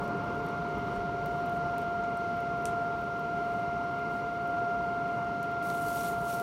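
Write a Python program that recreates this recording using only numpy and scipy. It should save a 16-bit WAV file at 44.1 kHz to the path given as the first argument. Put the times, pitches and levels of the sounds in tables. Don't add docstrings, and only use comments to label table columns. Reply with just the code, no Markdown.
import sys
import numpy as np
from scipy import signal
from scipy.fft import rfft, irfft, next_fast_len
from scipy.io import wavfile
from scipy.ndimage import uniform_filter1d, map_coordinates

SR = 44100
rng = np.random.default_rng(int(sys.argv[2]) if len(sys.argv) > 2 else 0)


def dump_mix(stems):
    frames = np.atleast_2d(stems).T
    limited = np.clip(frames, -1, 1)
    pcm = np.round(limited * 32767).astype(np.int16)
    wavfile.write(sys.argv[1], SR, pcm)


N = 283122

BLADES = 30
START_TURN = 0.406
LEAD_BELOW, LEAD_ABOVE = 0.12, 0.22
# time_s, speed_turns_per_s
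SHAFT_SPEED = [(0.0, 23.332), (0.8, 23.302), (1.2, 23.296), (1.6, 23.246), (2.3, 23.169), (2.8, 23.181),
               (3.4, 23.208), (4.0, 23.244), (4.8, 23.22), (5.2, 23.216), (5.6, 23.173), (6.42, 23.165)]
# time_s, blade_tone_db, octave_db, twelfth_db
WHINE_LEVELS = [(0, -38.5, -42.5, -61), (.45, -39, -41.5, -62.5), (.65, -37, -41, -62),
                (.86, -37.5, -43, -61), (1.3, -35, -41, -60.5), (1.55, -34, -40.5, -66),
                (2.05, -34.5, -39.5, -61), (2.6, -34, -40, -60.5), (2.82, -33, -39, -63),
                (3.09, -37.5, -39, -66), (3.38, -34, -39.5, -61), (3.66, -33.5, -41, -59),
                (4.04, -36.6, -38.5, -59.5), (4.36, -35, -41, -61.5), (4.6, -32.5, -37, -62),
                (5.2, -34.5, -40.5, -58), (5.4, -36, -39.5, -60), (5.72, -34.5, -37.5, -58.5),
                (6.42, -34, -38.5, -66)]
WHINE_FLICKER_DB = [0.42, .5, 1.5]
# shaft_multiple, level_db (on the blade tone's level)
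BLADE_TONE_LINES = [(24, -31), (28, -27), (29, -28), (30, 0), (31, -18.5), (32, -32), (45, -28)]
# shaft_multiple, level_db (on the octave's level)
OCTAVE_TONE_LINES = [(57, -28), (58, -20.5), (59, -19.5), (60, 0), (61, -16.5), (62, -32), (65, -35)]
# shaft_multiple, level_db (on the twelfth's level)
TWELFTH_TONE_LINES = [(90, -1.5), (91, -5.5), (92, -14), (119, -15), (120, -15), (121, -16), (122, -16),
                      (123, -17), (180, -24)]

ROAR_DB, BLAST_DB, JET_DB = -40.5, -45, -56
ROAR_EXTRA_DB, BLAST_EXTRA_DB, JET_EXTRA_DB = 3, 3, 1
SETTLE_S = 1.95
# pitch_hz, relative_level_db (per Hz)
ROAR_SPECTRUM = [(18, -46.5), (30, -31), (45, -22), (57, -4), (75, -9), (105, -4.5), (150, 1), (220, -2),
                 (255, -4), (300, -2), (350, -6), (410, 0.5), (460, -3), (520, -12.5), (700, -56.5)]
# pitch_hz, relative_level_db (per Hz)
BLAST_SPECTRUM = [(380, -40.5), (500, -12.5), (560, -1), (660, -4.5), (780, -11.5), (880, -1.5),
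                  (1100, -4.5), (1300, -5), (1420, -4.5), (1480, -14), (1540, -11), (1680, -20.5),
                  (1850, -22.5), (2000, -38.5)]
# pitch_hz, relative_level_db (per Hz)
JET_SPECTRUM = [(1600, -20.5), (1850, -2.5), (2000, 3), (2300, 1.5), (2650, -2), (2850, -0.5), (3300, -5),
                (3800, -7.5), (4500, -7), (5600, -10), (6800, -19), (8000, -28), (10000, -32.5),
                (16000, -50.5)]

# start_s, peak_db (of the pulse,
# before grit and knock), low_edge_hz, high_edge_hz
SHARP_PULSES = [(.0115, -56, 10000, 15500), (.0389, -51.5, 8900, 13900), (.0789, -47, 6000, 15500),
                (.157, -57, 8000, 14500), (.2411, -52, 7000, 14000), (.3536, -58.5, 8000, 15500),
                (.3913, -57, 8500, 15500), (.4489, -55, 9000, 15000), (.464, -47, 7500, 15500),
                (.4875, -51, 6000, 11000), (.7829, -50.5, 8000, 15500), (.9608, -51.5, 6500, 10100),
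                (1.2591, -40.5, 9500, 15500), (1.4581, -48, 8000, 14900), (1.465, -56, 9500, 14000),
                (1.4963, -48, 8500, 15400), (1.524, -51, 8000, 16000), (1.7815, -39.5, 7000, 14000),
                (1.81, -56, 9000, 15600), (1.8173, -46.5, 6000, 15400), (2.0377, -49, 5500, 7500),
                (2.1723, -46, 7500, 14000), (2.37, -54, 9500, 15500), (2.4048, -51, 8500, 15800),
                (2.4218, -57.5, 8000, 15000), (2.5754, -53, 8000, 15500), (2.622, -55, 9500, 15400),
                (2.6382, -60.5, 9500, 15500), (2.655, -26, 5180, 10800), (2.9866, -54.5, 12500, 15800),
                (3.0151, -53.5, 10000, 15800), (3.1906, -59, 9000, 15900), (3.1946, -51.5, 9000, 15800),
                (3.382, -57, 9500, 15800), (3.9907, -51, 5000, 15000), (4.3381, -58, 9000, 15000),
                (4.4751, -52.5, 9000, 13400), (5.0814, -57, 8500, 12600), (5.429, -40.5, 4500, 13500),
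                (5.514, -52, 10500, 15800), (5.701, -35, 2500, 6500), (5.82, -42, 7500, 10500),
                (5.903, -38.5, 10500, 13000), (5.9587, -41.5, 5000, 12500), (6.048, -41, 7500, 10000),
                (6.283, -41, 6500, 10600), (6.3267, -38.5, 7500, 14950), (6.398, -35, 11000, 12100)]
KNOCK_DB, KNOCK_LOW, KNOCK_HIGH, KNOCK_LAG_S = -6, 0.28, 0.7, 0.001
SPLINTERS, SPLINTER_T60_S = 0.55, 0.009
GRIT_DB, GRIT_CYCLES = -21, 1150

# time_s, level_db (of the cloth noise, before its crackles)
RUSTLE_LEVEL = [(5.615, -100), (5.625, -55.5), (5.7, -54), (5.82, -54.5), (5.89, -49), (5.93, -51),
                (5.98, -48.5), (6.06, -46.5), (6.11, -50.5), (6.155, -59), (6.23, -57.5), (6.29, -49),
                (6.35, -48.5), (6.42, -57)]
# pitch_hz, relative_level_db (per Hz)
RUSTLE_SPECTRUM = [(1200, -18.5), (2500, -2), (4000, -4), (6000, -3), (8000, -3), (9700, 2), (12000, 0),
                   (14000, -3.5), (16500, -5)]

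SIMMER_DB = -73.5
# peak_s, peak_db, rise_s, fall_s
GAS_PUFFS = [(.045, -70, .04, .04), (.33, -76, .15, 0.088), (.95, -72, 0.088, .04), (1.36, -71.5, .12, .07),
             (1.57, -66.5, .04, .012), (3.5, -73, .12, 0.14), (4.15, -68, .05, .06),
             (5.13, -77.5, .05, 0.098)]
# pitch_hz, relative_level_db (per Hz)
SEEP_SPECTRUM = [(3000, -27.5), (6000, -0.5), (8000, 0.5), (10000, 0.5), (13000, -4), (16500, -3)]

BREEZE_DB, BREEZE_FADE_DB_PER_S = -66.5, 1
# peak_s, peak_db, rise_s, fall_s
MIC_GUSTS = [(.77, -51, .04, .03), (.96, -46, .05, .05)]
# pitch_hz, relative_level_db (per Hz)
BUFFET_SPECTRUM = [(15, -28.5), (28, -8), (42, -5), (60, -2.5), (90, -10.5), (150, -41.5)]
# centre_hz, width_hz, depth (0 to 1)
PORT_NOTCHES = [(5000, 275, 0.41), (10400, 590, 0.38)]
TOP_HZ = 15830


def amp(db):
    return 10 ** (np.asarray(db) / 20)


def unit(x):
    return x / np.sqrt(np.mean(x ** 2) + 1e-20)


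def curves(rows):
    time_s, *columns = np.transpose(rows)
    t = np.arange(N) / SR
    return [np.interp(t, time_s, column) for column in columns]


def wobble(rate):
    knots = rng.standard_normal(int(N * rate / SR) + 4)
    return map_coordinates(knots, [np.arange(N) * rate / SR])


def swells(rows):
    t = np.arange(N) / SR
    gain = np.zeros(N)
    for peak_s, db, rise_s, fall_s in rows:
        side_s = np.where(t < peak_s, rise_s, fall_s)
        gain += amp(db) * np.exp(-((t - peak_s) / side_s) ** 2)
    return gain


def filtered(x, response):
    size = next_fast_len(N + SR // 2)
    spectrum = rfft(x, size) * response(np.fft.rfftfreq(size, 1 / SR))
    return irfft(spectrum, size)[..., :N]


def band(x, low_hz, high_hz):
    edges = np.clip([low_hz, high_hz], 20, SR / 2.2)
    return signal.sosfilt(signal.butter(2, edges, "band", fs=SR, output="sos"), x)


def rush(spectrum, patchy_db):
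    z = signal.stft(rng.standard_normal(N + 512), nperseg=512)[2]
    patches = uniform_filter1d(rng.standard_normal(z.shape), size=6, axis=0)
    patches = uniform_filter1d(patches, size=12, axis=1)
    noise = signal.istft(z * amp(patchy_db * unit(patches)), nperseg=512)[1][:N]
    f, db = np.transpose(spectrum)

    def colour(hz):
        return amp(np.interp(np.log(hz + 1), np.log(f), db, -120, -120))

    return unit(filtered(noise, colour))


def grains(count, low_hz, high_hz, spread_db):
    place, pitch, length = rng.random((3, count))
    hz = low_hz * (high_hz / low_hz) ** pitch
    life = (1.5 + 12 * length ** 2) / hz * SR
    k = np.arange(128)
    chirps = np.sin(2 * np.pi * np.outer(hz / SR, k))
    chirps *= np.exp(-k / life[:, None] * 4.8)
    size_db = spread_db * np.minimum(rng.exponential(size=count), 4)
    chirps *= amp(size_db)[:, None]
    where = (place * N).astype(int)[:, None] + k
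    return unit(np.bincount(where.ravel(), chirps.ravel(), N + len(k))[:N])


def blower():
    turns = START_TURN + np.cumsum(curves(SHAFT_SPEED)[0]) / SR
    families = [BLADE_TONE_LINES, OCTAVE_TONE_LINES, TWELFTH_TONE_LINES]
    whine = np.zeros(N)
    for lines, level_db, flicker_db in zip(families, curves(WHINE_LEVELS), WHINE_FLICKER_DB):
        family_gain = amp(level_db + flicker_db * wobble(8))
        for order, db in lines:
            side = order % BLADES
            unsteady_db = 1.3 * wobble(5) * (side > 0)
            if side > BLADES / 2:
                lead = LEAD_BELOW
            else:
                lead = LEAD_ABOVE * (side > 0 and order > 2 * BLADES)
            line = np.sqrt(2) * np.sin(2 * np.pi * (order * turns + lead))
            whine += family_gain * amp(db + unsteady_db) * line
    return whine


def draught():
    early = np.exp(-(np.arange(N) / SR / SETTLE_S) ** 2)
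    roar_gain = amp(ROAR_DB + ROAR_EXTRA_DB * early + 0.3 * wobble(7))
    blast_gain = amp(BLAST_DB + BLAST_EXTRA_DB * early + 0.62 * wobble(5))
    jet_gain = amp(JET_DB + JET_EXTRA_DB * early + 0.33 * wobble(3))
    roar = roar_gain * rush(ROAR_SPECTRUM, patchy_db=0.3)
    blast = blast_gain * rush(BLAST_SPECTRUM, patchy_db=0.94)
    jet = jet_gain * rush(JET_SPECTRUM, patchy_db=0.8)
    return roar + blast + jet


def crack_part(db, low_hz, high_hz):
    t = np.arange(SR // 2) / SR
    splinters, grit = rng.standard_normal((2, len(t)))
    click = t == 0
    snap = band(click + SPLINTERS * splinters * amp(-60 * t / SPLINTER_T60_S), low_hz, high_hz)
    grit_t60_s = GRIT_CYCLES / np.sqrt(low_hz * high_hz)
    grit_tail = unit(band(grit, low_hz, high_hz)) * amp(GRIT_DB - 60 * t / grit_t60_s)
    return amp(db) * (snap / np.abs(snap).max() + grit_tail)


def cracks():
    out = np.zeros(N + SR)
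    for start_s, db, low_hz, high_hz in SHARP_PULSES:
        crack = crack_part(db, low_hz, high_hz)
        knock = crack_part(db + KNOCK_DB, KNOCK_LOW * low_hz, KNOCK_HIGH * low_hz)
        for part, lag_s in [(crack, 0), (knock, KNOCK_LAG_S)]:
            out[round((start_s + lag_s) * SR):][:len(part)] += part
    return out[:N]


def sleeve_rustle():
    roughness = amp(1.3 * wobble(60) + 1.3 * wobble(300))
    cloth = unit(roughness * rush(RUSTLE_SPECTRUM, patchy_db=1.0))
    crackles = amp(-5.5) * grains(count=16000, low_hz=4000, high_hz=15000, spread_db=2.6)
    return amp(curves(RUSTLE_LEVEL)[0] + 0.6 * wobble(25)) * (cloth + crackles)


def simmer():
    seep_gain = np.hypot(amp(SIMMER_DB + 0.6 * wobble(6)), swells(GAS_PUFFS))
    seep = seep_gain * rush(SEEP_SPECTRUM, patchy_db=0)
    ticks = amp(-84) * grains(count=500, low_hz=8000, high_hz=15000, spread_db=2.5)
    return seep + ticks


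def breeze():
    t = np.arange(N) / SR
    gain = amp(BREEZE_DB - BREEZE_FADE_DB_PER_S * t) + swells(MIC_GUSTS)
    return gain * rush(BUFFET_SPECTRUM, patchy_db=4.0)


def scene():
    fire = draught() + cracks() + simmer()
    return (blower() + fire + sleeve_rustle() + breeze())[None]


def record(dry):
    def microphone(hz):
        gain = np.ones(len(hz))
        for centre_hz, width_hz, depth in PORT_NOTCHES:
            gain *= 1 - depth * np.exp(-((hz - centre_hz) / width_hz) ** 2)
        return gain * (hz < TOP_HZ)

    return filtered(dry, microphone)


dry = scene()
out = record(dry)
dump_mix(out)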